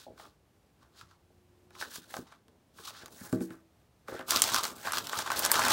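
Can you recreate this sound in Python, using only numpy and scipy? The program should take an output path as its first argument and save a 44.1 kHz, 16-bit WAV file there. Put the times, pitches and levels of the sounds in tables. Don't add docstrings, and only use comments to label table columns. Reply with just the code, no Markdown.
import sys
import numpy as np
from scipy import signal
from scipy.fft import rfft, irfft, next_fast_len
from scipy.io import wavfile

SR = 44100
rng = np.random.default_rng(int(sys.argv[2]) if len(sys.argv) > 2 else 0)


def store_pcm(level_fs):
    pcm = np.round(np.clip(level_fs, -1, 1) * 32767).astype(np.int16)
    wavfile.write(sys.argv[1], SR, np.atleast_2d(pcm).T)


N = 252252
PAPER_FROM_S = 4.0


def amp(db):
    return 10 ** (np.asarray(db) / 20)


def rms_one(x):
    return x / np.sqrt(np.mean(x ** 2) + 1e-20)


def in_time(rows):
    s, *columns = np.transpose(rows)
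    return [np.interp(np.arange(N) / SR, s, column) for column in columns]


def coloured(x, points):
    hz, level_db = np.transpose(points)
    size = next_fast_len(N)
    grid = np.maximum(np.arange(size // 2 + 1) * SR / size, 1)
    weight_db = np.interp(np.log(grid), np.log(hz), level_db)
    return irfft(rfft(x, size) * amp(weight_db), size)[:N]


def drift(rate_hz):
    r = np.exp(-2 * np.pi * rate_hz / SR)
    slow = signal.lfilter([1], [1, -2 * r, r * r], rng.standard_normal(N + SR))
    return rms_one(slow[SR:])


def resonance(x, hz, width_hz):
    r = np.exp(-np.pi * width_hz / SR)
    zeros = [(1 - r * r) / 2, 0, (r * r - 1) / 2]
    poles = [1, -2 * r * np.cos(2 * np.pi * hz / SR), r * r]
    return signal.lfilter(zeros, poles, x + 1e-18)


def grains(per_s, spread_db, clump_db, clump_rate, burst_s):
    born = rng.random(N) < per_s * amp(clump_db * drift(clump_rate)) / SR
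    sizes = amp(spread_db * np.minimum(rng.exponential(1, N), 4)) * born
    r = np.exp(-1 / (burst_s * SR))
    power = signal.lfilter([1], [1, -r * r], sizes ** 2)
    return rms_one(np.sqrt(power + 1e-12) * rng.standard_normal(N))


def facets(sharpness, **grain):
    pitches_hz = np.geomspace(2200, 14500, num=7)
    return sum(np.sqrt(hz) * rms_one(resonance(grains(**grain), hz, hz / sharpness)) for hz in pitches_hz)


# (frequency [Hz], width [Hz], level [dB])
SHEET_MODES = [(713, 790, -2), (1156, 344, 6.5), (1558, 280, 4.5), (2070, 2240, -10)]


def sheet(x, sway_db=0):
    out = 0
    for k, (hz, width_hz, level_db) in enumerate(SHEET_MODES):
        sway = sway_db * drift(10.2) if sway_db else 0
        out = out + (-1) ** k * amp(level_db + sway) * resonance(x, hz, width_hz)
    return out


# (time [s], hold [s], crackle level [dB], sheet boom over crackle [dB], extra treble over crackle [dB])
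HAND_STROKES = [(0.0, 0.02, -54.5, -9, 1), (0.193, 0.052, -57, -3, 2), (0.822, 0.011, -72, 7, -2),
                (0.972, 0.046, -59, -1.5, -3), (1.1, 0.013, -67, 1, -7), (1.753, 0.022, -59, -2, -5),
                (1.808, 0.013, -40.5, -14, 1.5), (1.925, 0.034, -45.5, -12, 5.5),
                (2.017, 0.019, -58, -8, 2), (2.107, 0.072, -52.5, -4.5, 6.5), (2.271, 0.057, -65, 4.5, -8),
                (2.788, 0.053, -54.5, -4.5, 5.5), (2.855, 0.023, -44, -12.5, 0.5),
                (2.953, 0.066, -54, -2, -1), (3.128, 0.035, -56.5, -7, 8), (3.185, 0.088, -55, 3, 11),
                (3.333, 0.0071, -55, 4, 9), (3.418, 0.019, -56.5, -1, 12.5), (3.521, 0.005, -64, 9.5, 8.5),
                (4.085, 0.068, -54.5, 7, 3), (4.193, 0.012, -63.5, 15, 7.5), (4.283, 0.025, -41, -4.5, 5.5),
                (4.304, 0.045, -33.5, -1, 3), (4.355, 0.0095, -28.5, -16, 2),
                (4.437, 0.15, -34.5, -3.5, 1.5), (4.631, 0.045, -40, -1.5, 4.5),
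                (4.756, 0.11, -53.5, 0.5, 7.5), (4.847, 0.053, -43, 4, 3.5), (4.935, 0.037, -36, -2.5, 3),
                (5.044, 0.054, -48, -3.5, 5), (5.12, 0.083, -41, 1.5, 1.5), (5.191, 0.023, -40, 0, -2),
                (5.26, 0.02, -43.5, 4.5, -3), (5.308, 0.067, -43, 2, 1), (5.365, 0.057, -36.5, 0, 6),
                (5.438, 0.0097, -31.5, -2, -8), (5.505, 0.012, -39, 6, 8), (5.538, 0.2, -31.5, 0, 1.5),
                (5.703, .03, -29, -3, 1)]
RISE_DB_PER_S, FADE_DB_PER_S = 500, 268
GRAB_DB_PER_S = 1200


def strokes():
    s, hold, level_db, boom_db, treble_db = np.transpose(HAND_STROKES)[:, :, None]
    t = np.arange(0, N + 64, 64) / SR
    rise_rate = np.where(s > PAPER_FROM_S, GRAB_DB_PER_S, RISE_DB_PER_S)
    rise_db = rise_rate * np.maximum(s - t, 0)
    fade_db = FADE_DB_PER_S * np.maximum(t - s - hold, 0)
    shape_db = level_db - rise_db - fade_db
    gains = []
    for extra_db in (0, treble_db, boom_db):
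        gain = np.sqrt(np.sum(amp(shape_db + extra_db) ** 2, axis=0))
        gains.append(np.interp(np.arange(N) / SR, t, gain))
    return gains


# (frequency [Hz], relative density [dB per Hz])
KRAFT_COLOUR = [(1060, 6), (1800, -4), (2010, 3.5), (2810, 7), (3490, 11), (5310, 8), (8360, 3),
                (10500, -3), (15800, -2)]
# (frequency [Hz], relative density [dB per Hz])
SLIDE_COLOUR = [(1500, -23), (2540, -4), (3860, 3.5), (6660, -4), (15100, -15), (15800, -4)]


def rustle():
    crackle_gain, treble_gain, boom_gain = strokes()
    on_paper = np.arange(N) / SR > PAPER_FROM_S
    slide = grains(per_s=2700, spread_db=4.0, clump_db=3.5, clump_rate=33, burst_s=0.0041)
    whole = grains(per_s=800, spread_db=4.0, clump_db=2.0, clump_rate=29, burst_s=0.0034)
    apart = facets(sharpness=4.3, per_s=230, spread_db=4.5, clump_db=3, clump_rate=20, burst_s=0.0066)
    kraft = whole + amp(-4.5) * rms_one(apart)

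    kraft_bright = rms_one(coloured(kraft, KRAFT_COLOUR))
    slide_bright = rms_one(coloured(slide, SLIDE_COLOUR))
    bright = np.where(on_paper, kraft_bright, slide_bright)
    top = signal.sosfilt(signal.butter(2, 7000, "high", fs=SR, output="sos"), bright)

    flex = grains(per_s=700, spread_db=2.0, clump_db=1.5, clump_rate=23, burst_s=0.0041)
    shake = flex + amp(-5.5) * np.where(on_paper, whole, slide)
    boom = rms_one(sheet(shake, sway_db=3.0))
    return crackle_gain * (bright - top) + treble_gain * top + boom_gain * boom


# (time [s], crack peak level [dB], facet pitch [Hz], sheet boom peak over crack peak [dB])
CREASE_SNAPS = [(0.1781, -51.5, 3700, 7.5), (0.1974, -53, 3250, 12), (0.253, -50.5, 3200, 6.5),
                (0.8294, -56, 3200, 1), (1.0117, -41.5, 3700, -0.5), (1.1108, -54, 4700, 2),
                (1.706, -53, 3200, 2), (1.752, -47.5, 3200, 3.5), (1.812, -32, 4200, 2.5),
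                (1.8241, -31.5, 3980, 6), (1.8496, -42, 4200, 4), (1.9574, -26.5, 4960, -11.5),
                (2.1407, -32.5, 3040, 5), (2.167, -29, 6300, -1), (2.3225, -53, 3700, 10.5),
                (2.482, -51, 3800, -5), (2.785, -47, 4000, 3), (2.8776, -39, 3600, -5),
                (2.9058, -42, 3500, 1.5), (3.059, -33.5, 4430, -8.5), (3.081, -42, 6000, -4),
                (3.327, -32, 8200, 0), (3.407, -42, 3100, -3), (3.505, -50.5, 2500, 9),
                (4.0826, -45.5, 2500, 13.5), (4.1925, -36, 2700, -1), (4.2097, -43.5, 2700, 8.5),
                (4.307, -7.5, 5050, -28), (4.3193, -14.5, 5550, -7), (4.361, -12, 5260, -23),
                (4.371, -10.5, 4400, -16), (4.3973, -22.5, 4000, -7), (4.4196, -4, 6700, -21.5),
                (4.4393, -14, 5500, -12.5), (4.4895, -23, 2980, -10), (4.5443, -10.5, 5660, -5),
                (4.562, -14, 4000, -8), (4.5776, -21.5, 4000, -7), (4.6352, -18, 6800, -19),
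                (4.6414, -19.5, 3700, -11), (4.6522, -21, 4500, -4.5), (4.8711, -28.5, 3000, 4),
                (4.8823, -30, 3000, 7.5), (4.921, -19.5, 8000, -6), (4.9337, -21, 4500, 0.5),
                (4.9712, -20, 4230, -2.5), (4.983, -14.5, 4450, -12), (5.07, -25, 4860, -16),
                (5.095, -24.5, 4100, -6), (5.1311, -28.5, 3400, 8), (5.1888, -19, 7000, -4.5),
                (5.2752, -28.5, 4000, 1.5), (5.302, -28, 3500, 9.5), (5.3174, -20, 5800, 0),
                (5.3278, -26.5, 5500, -8), (5.3924, -11.5, 12500, -19), (5.44, -21, 5500, -12),
                (5.45, -10.5, 6900, -11), (5.4609, -14, 6900, -9), (5.5162, -3.5, 9600, -17),
                (5.5413, -15, 4500, -6), (5.5547, -20, 3500, 0), (5.5928, -17.5, 6300, 2),
                (5.6367, -22, 4600, 1), (5.6626, -21, 5840, -4), (5.683, -12.5, 6000, -9),
                (5.7058, -10.5, 5600, -8)]


def snaps(crack_s=0.00083, boom_s=0.0034, tail_s=0.013, tail_db=-20, flat_db=-12, width=0.46):
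    t = np.arange(round(.05 * SR)) / SR
    noise = rng.standard_normal((len(CREASE_SNAPS), 2, len(t)))
    out = np.zeros(N + len(t))
    broad = signal.butter(1, [1900, 15500], "band", fs=SR, output="sos")
    attack = np.minimum(t / 0.00026, 1)
    envelope = attack * (np.exp(-t / crack_s) + amp(tail_db) * np.exp(-t / tail_s))
    for (s, peak_db, hz, boom_db), (crack, shake) in zip(CREASE_SNAPS, noise):
        burst = crack * envelope
        burst = resonance(burst, hz, width * hz) + amp(flat_db) * signal.sosfilt(broad, burst)
        burst = burst / np.abs(burst).max()
        boom = sheet(shake * np.exp(-t / boom_s))
        boom = boom / np.abs(boom).max()
        i = round(s * SR)
        out[i:i + len(t)] += amp(peak_db) * (burst + amp(boom_db) * boom)
    return out[:N]


# (time [s], peak level before the contact softens it [dB],
# pitch most excited [Hz], share of the free ring time that the hands allow [ratio])
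CARDBOARD_KNOCKS = [(0.066, -35.5, 725, 0.32), (0.0805, -38, 650, 0.3), (0.1013, -42, 607, 0.26),
                    (0.196, -42.5, 754, 0.33), (1.029, -52, 133.4, 0.33), (1.304, -51.5, 649, 0.41),
                    (1.982, -39.5, 251, 0.25), (2.139, -30.5, 899, 0.49), (2.165, -32, 571, 0.25),
                    (2.188, -33.5, 284, 0.25), (2.796, -43, 400, 0.19), (3.034, -38, 477, 0.28),
                    (3.212, -39, 228, 0.23), (3.328, -19, 248, 0.72), (3.408, -25.5, 304, 0.35),
                    (3.505, -36.5, 313, 0.2), (4.085, -32, 493, 0.65), (4.123, -28.5, 493, 0.34),
                    (4.145, -29, 560, 0.26), (4.194, -30, 530, 0.68)]
# (frequency [Hz], level [dB], free time to fade by 60 dB [s])
BOX_MODES = [(112, 1.5, 0.31), (157, -2, 0.24), (185, 0, 0.52), (257, 3, 0.17), (326.6, -6.5, 0.7),
             (377, -3, 0.4), (463, -6, 0.56), (530, -2, 0.25), (630, -0.5, 0.21), (787, 8.5, 0.082)]


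def knocks(contact_s=0.0012, uneven_db=3.0, off_db_per_octave=12):
    hz, level_db, t60 = np.transpose(BOX_MODES)[:, :, None]
    t = np.arange(SR // 2) / SR
    chance = rng.standard_normal((len(CARDBOARD_KNOCKS), 2, len(BOX_MODES), 1))
    out = np.zeros(N + len(t))
    for (s, peak_db, knock_hz, free), (uneven, facing) in zip(CARDBOARD_KNOCKS, chance):
        off_db = off_db_per_octave * np.abs(np.log2(hz / knock_hz))
        fade_db = 60 * t / (t60 * free)
        mode_db = level_db - off_db + uneven_db * uneven - fade_db
        modes = np.sign(facing) * amp(mode_db) * np.sin(2 * np.pi * hz * t)
        ring = modes.sum(axis=0)
        i = round(s * SR)
        out[i:i + len(t)] += amp(peak_db) * ring / np.abs(ring).max()
    contact = np.hanning(round(contact_s * SR))
    return signal.lfilter(contact / contact.sum(), [1], out[:N])


# (time [s], level [dB])
WALL_RUMBLE = [
    [(0.0, -70), (0.258, -64), (0.35, -84)],
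    [(1.7, -61), (2.758, -75.5), (3.416, -54.5), (3.65, -74)],
    [(4.24, -70), (4.3, -53), (5.72, -52)],
]


def rumble():
    rubs = grains(per_s=300, spread_db=3, clump_db=8.5, clump_rate=15, burst_s=0.0091)
    dull = signal.sosfilt(signal.butter(2, [120, 520], "band", fs=SR, output="sos"), rubs)
    t = np.arange(N) / SR
    gain = np.zeros(N)
    for move in WALL_RUMBLE:
        moving = (t >= move[0][0]) * (t < move[-1][0])
        gain += amp(in_time(move)[0]) * moving
    return gain * rms_one(dull)


ROOM_T60_S, ROOM_DB, WALL_CUT_HZ = 0.19, -16, 1200


def room(x):
    t = np.arange(round(.5 * SR)) / SR
    tail = rng.standard_normal(len(t)) * amp(-60 * t / ROOM_T60_S) * (t > .003)
    tail = signal.sosfilt(signal.butter(1, WALL_CUT_HZ, fs=SR, output="sos"), tail)
    return signal.fftconvolve(x, tail / np.sqrt(np.sum(tail ** 2)))[:N]


# (frequency [Hz], relative density [dB per Hz])
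AIR_COLOUR = [(25, -21), (42, -9.5), (70, -3.5), (194, -12), (572, -19), (710, -20.5), (1590, -28.5),
              (2660, -31), (15800, -41)]
AIR_DB, AIR_SWAY_DB = -66, 0.79


def air():
    hiss = rms_one(coloured(rng.standard_normal(N), AIR_COLOUR))
    return amp(AIR_DB + AIR_SWAY_DB * drift(4.4)) * hiss


# (time [s], upper tone [Hz], upper level [dB], level of the tone at a quarter of its pitch [dB])
FAR_HUM = [(0.85, 351, -82, -97), (1.018, 348, -75, -64), (1.136, 353.2, -80.5, -77),
           (1.85, 363, -64, -67.5)]


def hum():
    hz, upper_db, lower_db = in_time(FAR_HUM)
    turn = 2 * np.pi * np.cumsum(hz) / SR
    t = np.arange(N) / SR
    heard = np.clip(np.minimum(t - FAR_HUM[0][0], FAR_HUM[-1][0] - t) / 0.034, 0, 1)
    tones = amp(upper_db) * np.sin(turn) + amp(lower_db) * np.sin(turn / 4)
    return np.sqrt(2) * heard * tones


def scene():
    near = rustle() + snaps() + knocks() + rumble()
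    return (near + amp(ROOM_DB) * room(near) + air() + hum())[None]


def record(dry):
    dry = signal.sosfilt(signal.butter(2, 60, "high", fs=SR, output="sos"), dry)
    return signal.sosfilt(signal.cheby2(20, 60, 16200, fs=SR, output="sos"), dry)


dry = scene()
out = record(dry)
store_pcm(out)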